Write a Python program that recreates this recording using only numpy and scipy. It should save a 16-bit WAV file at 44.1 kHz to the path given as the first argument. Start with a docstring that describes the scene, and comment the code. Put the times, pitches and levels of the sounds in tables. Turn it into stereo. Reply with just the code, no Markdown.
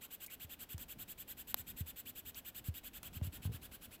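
"""A handheld 3D printing pen feeds filament slowly, close to the left microphone in a quiet, small room.
Its geared motor is switched on about ten times a second, spins up with a rising whine and a gear rasp,
and coasts down again. The pen gives one sharp snap and a few small ticks. Fingers bump and rub the
camera body by the right microphone, which hears the pen more faintly."""
import sys
import numpy as np
from scipy import signal
from scipy.fft import rfft, irfft, next_fast_len
from scipy.io import wavfile
from scipy.ndimage import map_coordinates

SR = 44100
rng = np.random.default_rng(int(sys.argv[2]) if len(sys.argv) > 2 else 0)


def dump_mix(stems):
    """Bounce the given channels to the path in sys.argv[1] as a 16-bit WAV at rate SR."""
    frames = np.atleast_2d(stems).T  # one column per channel
    limited = np.clip(frames, -1, 1)  # hard clip at full scale
    pcm = np.round(limited * 32767).astype(np.int16)
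    wavfile.write(sys.argv[1], SR, pcm)


N = 176400


def motor(teeth=9, far_alike=0.44):
    """The pen's gears rasp and whine close to the left microphone; the right one stands in shadow."""
    # gain at the far microphone against the near one (frequency [Hz], gain [dB])
    shadow = [(300, 14.5), (1000, -6), (1600, -9.5), (3000, -19), (5000, -17.5), (7800, -66), (10000, -41),
              (14000, -20.5), (15500, -53)]
    speed, tooth_hz, force = drive()
    tooth_phase = 2 * np.pi * np.cumsum(tooth_hz) / SR
    rasp, stray_rasp = gear_rasp(tooth_phase / teeth, speed, force)
    whine = gear_whine(tooth_phase, speed, force)
    far = whine + far_alike * rasp + np.sqrt(1 - far_alike ** 2) * stray_rasp
    return np.array([rasp + whine, far_microphone(far, shadow)])


def drive(on_s=.050, spin_up_s=.018, coast_s=.025):
    """Each pulse spins the motor up, then it coasts: speed (share of full), tooth rate in Hz, gear force."""
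    # motor pulses (time [s], tooth rate the motor heads for [Hz], level [dB])
    pulses = [(.002, 3045, -1.5), (0.097, 3600, -1), (0.194, 3505, -1), (0.291, 3380, -1), (.390, 3786, -1),
              (.486, 3870, -1), (0.583, 3500, -0.5), (.682, 3870, -1), (0.78, 3902, -1), (.875, 3640, -1),
              (.977, 4050, -0.5), (1.070, 3750, -1), (1.169, 3840, -1.5), (1.269, 4380, -0.5),
              (1.363, 3870, -1.5), (1.464, 4170, -0.5), (1.558, 4020, 0), (1.658, 4050, -1),
              (1.757, 4380, 0), (1.853, 3900, -1), (1.952, 4300, -0.5), (2.047, 3840, -1),
              (2.145, 3810, -1), (2.244, 4080, -1), (2.340, 3600, -1), (2.440, 4020, -1), (2.538, 4020, 0),
              (2.633, 3640, -1), (2.732, 4140, -0.5), (2.827, 3750, -0.5), (2.925, 3780, -1),
              (3.024, 3663, -.5), (3.122, 3510, -1.5), (3.218, 3690, -0.5), (3.316, 3990, 0),
              (3.412, 3510, -0.5), (3.511, 3750, -1), (3.608, 3750, -2), (3.705, 3510, -2.5),
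              (3.804, 3780, -3), (3.901, 3100, -4)]
    t = np.arange(int((on_s + coast_s) * SR)) / SR
    run_up = 1 - np.exp(-np.minimum(t, on_s) / spin_up_s)
    spin = run_up * np.clip(1 - (t - on_s) / coast_s, 0, 1)
    engage_s, hold_s, release_s = .010, 0.049, 0.017  # the gears take up their slack, scrape, and settle
    engage = np.minimum(t / engage_s, 1) ** 2
    bite = engage * np.exp(-.5 * (np.maximum(t - hold_s, 0) / release_s) ** 2)
    speed, tooth_hz, force = np.zeros((3, N))
    for s, hz, db in pulses:
        add(speed, s, spin)
        add(tooth_hz, s, hz * spin)
        add(force, s, amp(db) * bite)
    return np.abs(speed), tooth_hz, force


def gear_rasp(shaft, speed, force, whirr_share=.58, treble_hz=6000):
    """Teeth scrape in the shell, louder and brighter with speed: the near rasp and an unrelated stray one."""
    # slow drift of the treble (time [s], gain [dB])
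    treble_drift = [(0, -0.5), (.6, -1), (1.4, .5), (2.4, -0.5), (3, -1.5), (3.3, -2), (4, 0.5)]
    grit = amp(np.sin(shaft) + 1.3 * wobble(1800))  # swings once a turn, and from tooth to tooth
    repeating = np.sqrt(whirr_share * speed) * whirr(shaft)
    contact = repeating + np.sqrt(1 - whirr_share) * rng.standard_normal(N)
    scrape = unit(filtered(grit * np.array([contact, rng.standard_normal(N)]), shell))
    low = filtered(scrape, lambda hz: 1 / (1 + (hz / treble_hz) ** 4))
    treble = (scrape - low) * speed ** 0.85 * amp(over_time(treble_drift))
    return amp(-42) * force * speed ** 0.31 * (low + treble)


def whirr(shaft, count=44, jitter_rad=.014):
    """The uneven teeth repeat their clatter every turn: a comb of shaft overtones, rms 1."""
    angle = shaft + jitter_rad * wobble(300)
    offsets = rng.uniform(0, 2 * np.pi, count)
    return unit(sum(np.sin(k * angle + offset) for k, offset in enumerate(offsets, 1)))


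def gear_whine(tooth_phase, speed, force, swing_db=1.7, jitter_rad=.2):
    """Meshing teeth sing in wavering partials that rise and swell with speed."""
    # gear tones (multiple of the tooth rate [ratio], level [dB])
    partials = [(1, -45), (.5, -53), (.4, -55.5), (1.11, -58), (1.35, -53.5), (.89, -58)]
    # how well the shell radiates them (frequency [Hz], gain [dB])
    radiation = [(600, -7.5), (1100, -7.5), (1550, -1.5), (2000, -7), (2500, -2), (3100, -2.5),
                 (3800, -5.5), (5000, -11.5)]
    tones = np.zeros(N)
    for multiple, db in partials:
        level = amp(db + swing_db * wobble(25.155))
        tones += level * np.sin(multiple * tooth_phase + jitter_rad * wobble(400))
    return coloured(force * speed ** 1.39 * tones, radiation)


def shell(hz):
    """Gain of the pen's plastic shell: resonances on top of a broad colour."""
    # broad colour (frequency [Hz], gain [dB])
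    colour = [(300, -28), (900, -25), (1300, -17.5), (2100, -13), (3000, -5.5), (4000, -9.5), (4700, -13.5),
              (5600, -17.5), (6600, -12.5), (8800, -13), (10500, -6), (12500, -4), (14500, -0.5),
              (16000, -20.5)]
    # resonances (centre [Hz], width [Hz], height above the colour [dB])
    peaks = [(1710, 490, 1.9), (7755, 880, 12.97), (12050, 510, 2.8), (14150, 1470, 9.3)]
    peaks_db = sum(db / (1 + (2 * (hz - centre) / width) ** 2) for centre, width, db in peaks)
    return amp(along(colour, hz) + peaks_db)


def far_microphone(x, shadow, delay_s=.00038):
    """The right microphone hears the motor later and, except in the lows, weaker."""
    return filtered(x, lambda hz: amp(along(shadow, hz)) * np.exp(-2j * np.pi * hz * delay_s))


def camera_swing(x, start_s=2.9, end_s=3.5):
    """The motor's colour shifts as the microphones swing round the pen."""
    # colour change from the new angle (frequency [Hz], gain [dB])
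    new_angle = [(1500, 1), (3000, -1), (5500, 2), (7600, -4.5), (9500, 1), (11200, 1.5), (13000, -8),
                 (15000, -1)]
    share = over_time([(start_s, 0), (end_s, 1)])
    return (1 - share) * x + share * coloured(x, new_angle)


def snap(time_s=1.5438, scatter_db=-35, scatter_t60_s=0.019):
    """One hard, dry crack from the pen, on the left, with a short scatter off the things nearby."""
    # spectrum of the crack (frequency [Hz], level [dB])
    colour = [(120, -36), (200, -17), (851, -1), (2330, -11.5), (3830, -4.5), (5940, -14.5), (7830, -12),
              (10700, -12), (11900, -3), (13600, 1.5), (16000, -14.5)]
    t, track = np.arange(SR // 20) / SR, np.zeros(N)
    scatter = rng.standard_normal(len(t)) * amp(scatter_db - 60 * t / scatter_t60_s)
    paths = (t == 0) + scatter
    add(track, time_s, amp(-5) * signal.fftconvolve(paths, impulse(colour)))
    return np.array([track, amp(-13) * track])


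def ticks():
    """Plastic and foil tick near the left microphone: brief puffs of noise, each in its own band."""
    # ticks (time [s], level [dB], attack [s], t60 [s], centre [Hz], width [octaves])
    events = [(0.2621, -34.5, 0.0013, 0.033, 12500, 1.16), (0.2816, -47, .0005, 0.061, 2200, 0.11),
              (.780, -39, .0001, 0.019, 12000, 5.4), (2.3455, -46, .0001, 0.019, 4750, 0.51),
              (2.9658, -45, .0002, .012, 1000, 1.1), (3.0304, -36.5, 0.00015, 0.023, 4900, 5.9),
              (3.2136, -46.5, 0.00025, .02, 450, 1.3), (3.4524, -45, 0.00028, .02, 800, 0.64),
              (3.495, -46, .0003, .025, 449, .8)]
    t, track = np.arange(SR // 10) / SR, np.zeros(N)
    for s, db, attack, t60, centre_hz, octaves in events:
        white = rng.standard_normal(N)
        puff = unit(filtered(white, lambda hz: np.exp(-.5 * (np.log2((hz + 1) / centre_hz) / octaves) ** 2)))
        envelope = amp(db - 60 * t / t60) * (1 - np.exp(-t / attack))
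        add(track, s, puff[:len(t)] * envelope)
    return np.array([track, amp(-17.5) * track])


def finger_thud(start_hz=198, rest_hz=77.8, sag_s=0.0048, attack_s=0.0039, t60_s=0.11):
    """A finger bumps the camera body: the thud starts high and settles."""
    t = np.arange(SR // 5) / SR
    hz = rest_hz + (start_hz - rest_hz) * np.exp(-t / sag_s)
    envelope = (1 - np.exp(-t / attack_s)) * amp(-60 * t / t60_s)
    thud = np.sin(2 * np.pi * np.cumsum(hz) / SR) * envelope
    upper_mode = np.sin(2 * np.pi * 202.7 * t) * amp(-21 - 60 * t / 0.02)
    return (thud + upper_mode) * (1 - np.exp(-t / 0.0013))  # soft flesh rounds off the contact


def handling():
    """Fingers bump and rub the camera body, almost only at the right microphone."""
    # finger bumps (time [s], level [dB])
    bumps = [(0.4433, -36.5), (.743, -27.5), (1.594, -39.5), (1.807, -22.5), (2.268, -44), (2.684, -20),
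             (3.165, -29.5), (3.2158, -19.5), (3.25, -28.5), (3.271, -25), (3.453, -20), (3.474, -24.5),
             (3.493, -22.5), (3.51, -28), (3.543, -30.5), (3.609, -44)]
    # rubbing of the hand (time [s], level [dB])
    grip = [(0, -104), (.4, -69.5), (.9, -60), (1.4, -63), (1.65, -58), (2.2, -60.5), (2.9, -62),
            (3.4, -52), (3.8, -54.5), (4, -62.5)]
    # spectrum of the rubbing (frequency [Hz], level [dB])
    grip_colour = [(20, -15.5), (45, -1), (75, -5), (140, -10.5), (250, -7.5), (400, -25.5), (1000, -28.5),
                   (4000, -48.5)]
    track = noise(grip_colour) * amp(over_time(grip) + 3.8 * wobble(18))
    thud = finger_thud()
    for s, db in bumps:
        add(track, s, amp(db) * thud)
    return np.array([amp(-25.5) * track, track])


def room(x):
    """The small room's faint tail at both microphones; the highest treble dies first."""
    # decay of the room (frequency [Hz], t60 [s])
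    decay = [(300, 0.27), (3000, 0.42), (8000, 0.55), (15000, 0.11)]
    # colour of the tail (frequency [Hz], gain [dB])
    colour = [(500, 9), (1200, 0), (3000, -7.5), (7000, -19.5), (14000, -16)]
    hz, t, spectra = signal.stft(rng.standard_normal((2, SR // 2)), SR, nperseg=256)
    fade = amp(-60 * t / along(decay, hz)[:, None])
    tail = signal.istft(spectra * fade, SR, nperseg=256)[1]
    wet = signal.fftconvolve(x[None], tail / np.linalg.norm(tail[0]), axes=1)[:, :N]
    return coloured(wet, colour)


def room_tone(alike=0.45):
    """Quiet room noise, partly shared by the two microphones."""
    # spectrum of the room noise (frequency [Hz], level [dB])
    colour = [(20, -5.5), (60, 2.5), (130, -3.5), (260, 1), (350, -4), (700, -8.5), (1500, -18),
              (3000, -18), (6000, -26.5), (9000, -29), (13000, -21), (16000, -23.5)]
    shared = np.sqrt(alike) * noise(colour)
    separate = np.sqrt(1 - alike) * np.array([noise(colour), noise(colour)])
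    return amp(-63.5) * (shared + separate)


def amp(db):
    """Decibels to gain."""
    return 10 ** (np.asarray(db) / 20)


def unit(x):
    """Scale to rms 1."""
    return x / np.sqrt(np.mean(x ** 2) + 1e-20)


def along(points, hz):
    """(Hz, value) points read on a log axis."""
    knots_hz, values = np.transpose(points)
    return np.interp(np.log(hz + 1), np.log(knots_hz + 1), values)


def over_time(points):
    """(s, value) points read at every sample."""
    return np.interp(np.arange(N) / SR, *np.transpose(points))


def wobble(rate):
    """A smooth random curve, rate knots a second."""
    return map_coordinates(rng.standard_normal(int(N * rate / SR) + 4), [np.arange(N) * rate / SR])


def filtered(x, response):
    """x times a response of frequency."""
    size = next_fast_len(N + SR // 4)
    return irfft(rfft(x, size) * response(np.fft.rfftfreq(size, 1 / SR)), size)[..., :N]


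def coloured(x, colour):
    """x shaped by a (Hz, dB) colour."""
    return filtered(x, lambda hz: amp(along(colour, hz)))


def noise(colour):
    """Noise of rms 1 with the given (Hz, dB) colour."""
    return unit(coloured(rng.standard_normal(N), colour))


def impulse(colour, size=2048):
    """A causal click of peak 1 with the given (Hz, dB) colour."""
    cepstrum = irfft(np.log(amp(along(colour, np.fft.rfftfreq(size, 1 / SR)))))
    fold = np.r_[1, np.full(size // 2 - 1, 2), 1, np.zeros(size // 2 - 1)]  # minimum phase
    click = irfft(np.exp(rfft(cepstrum * fold)))
    return click / np.abs(click).max()


def add(track, s, sound):
    """Mix a sound into a track at time s."""
    i = max(round(s * SR), 0)
    track[i:i + len(sound)] += sound[:N - i]


def scene():
    """The pen at close range in a quiet room, and the hand on the camera."""
    pen = camera_swing(motor()) + ticks()
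    return pen + amp(-12.5) * room(pen[0]) + snap() + handling() + room_tone()


def record(dry):
    """The camera keeps nothing above its band limit."""
    top_hz = 16150
    return filtered(dry, lambda hz: 1 / np.sqrt(1 + (hz / top_hz) ** 160))


dry = scene()
out = record(dry)
dump_mix(out)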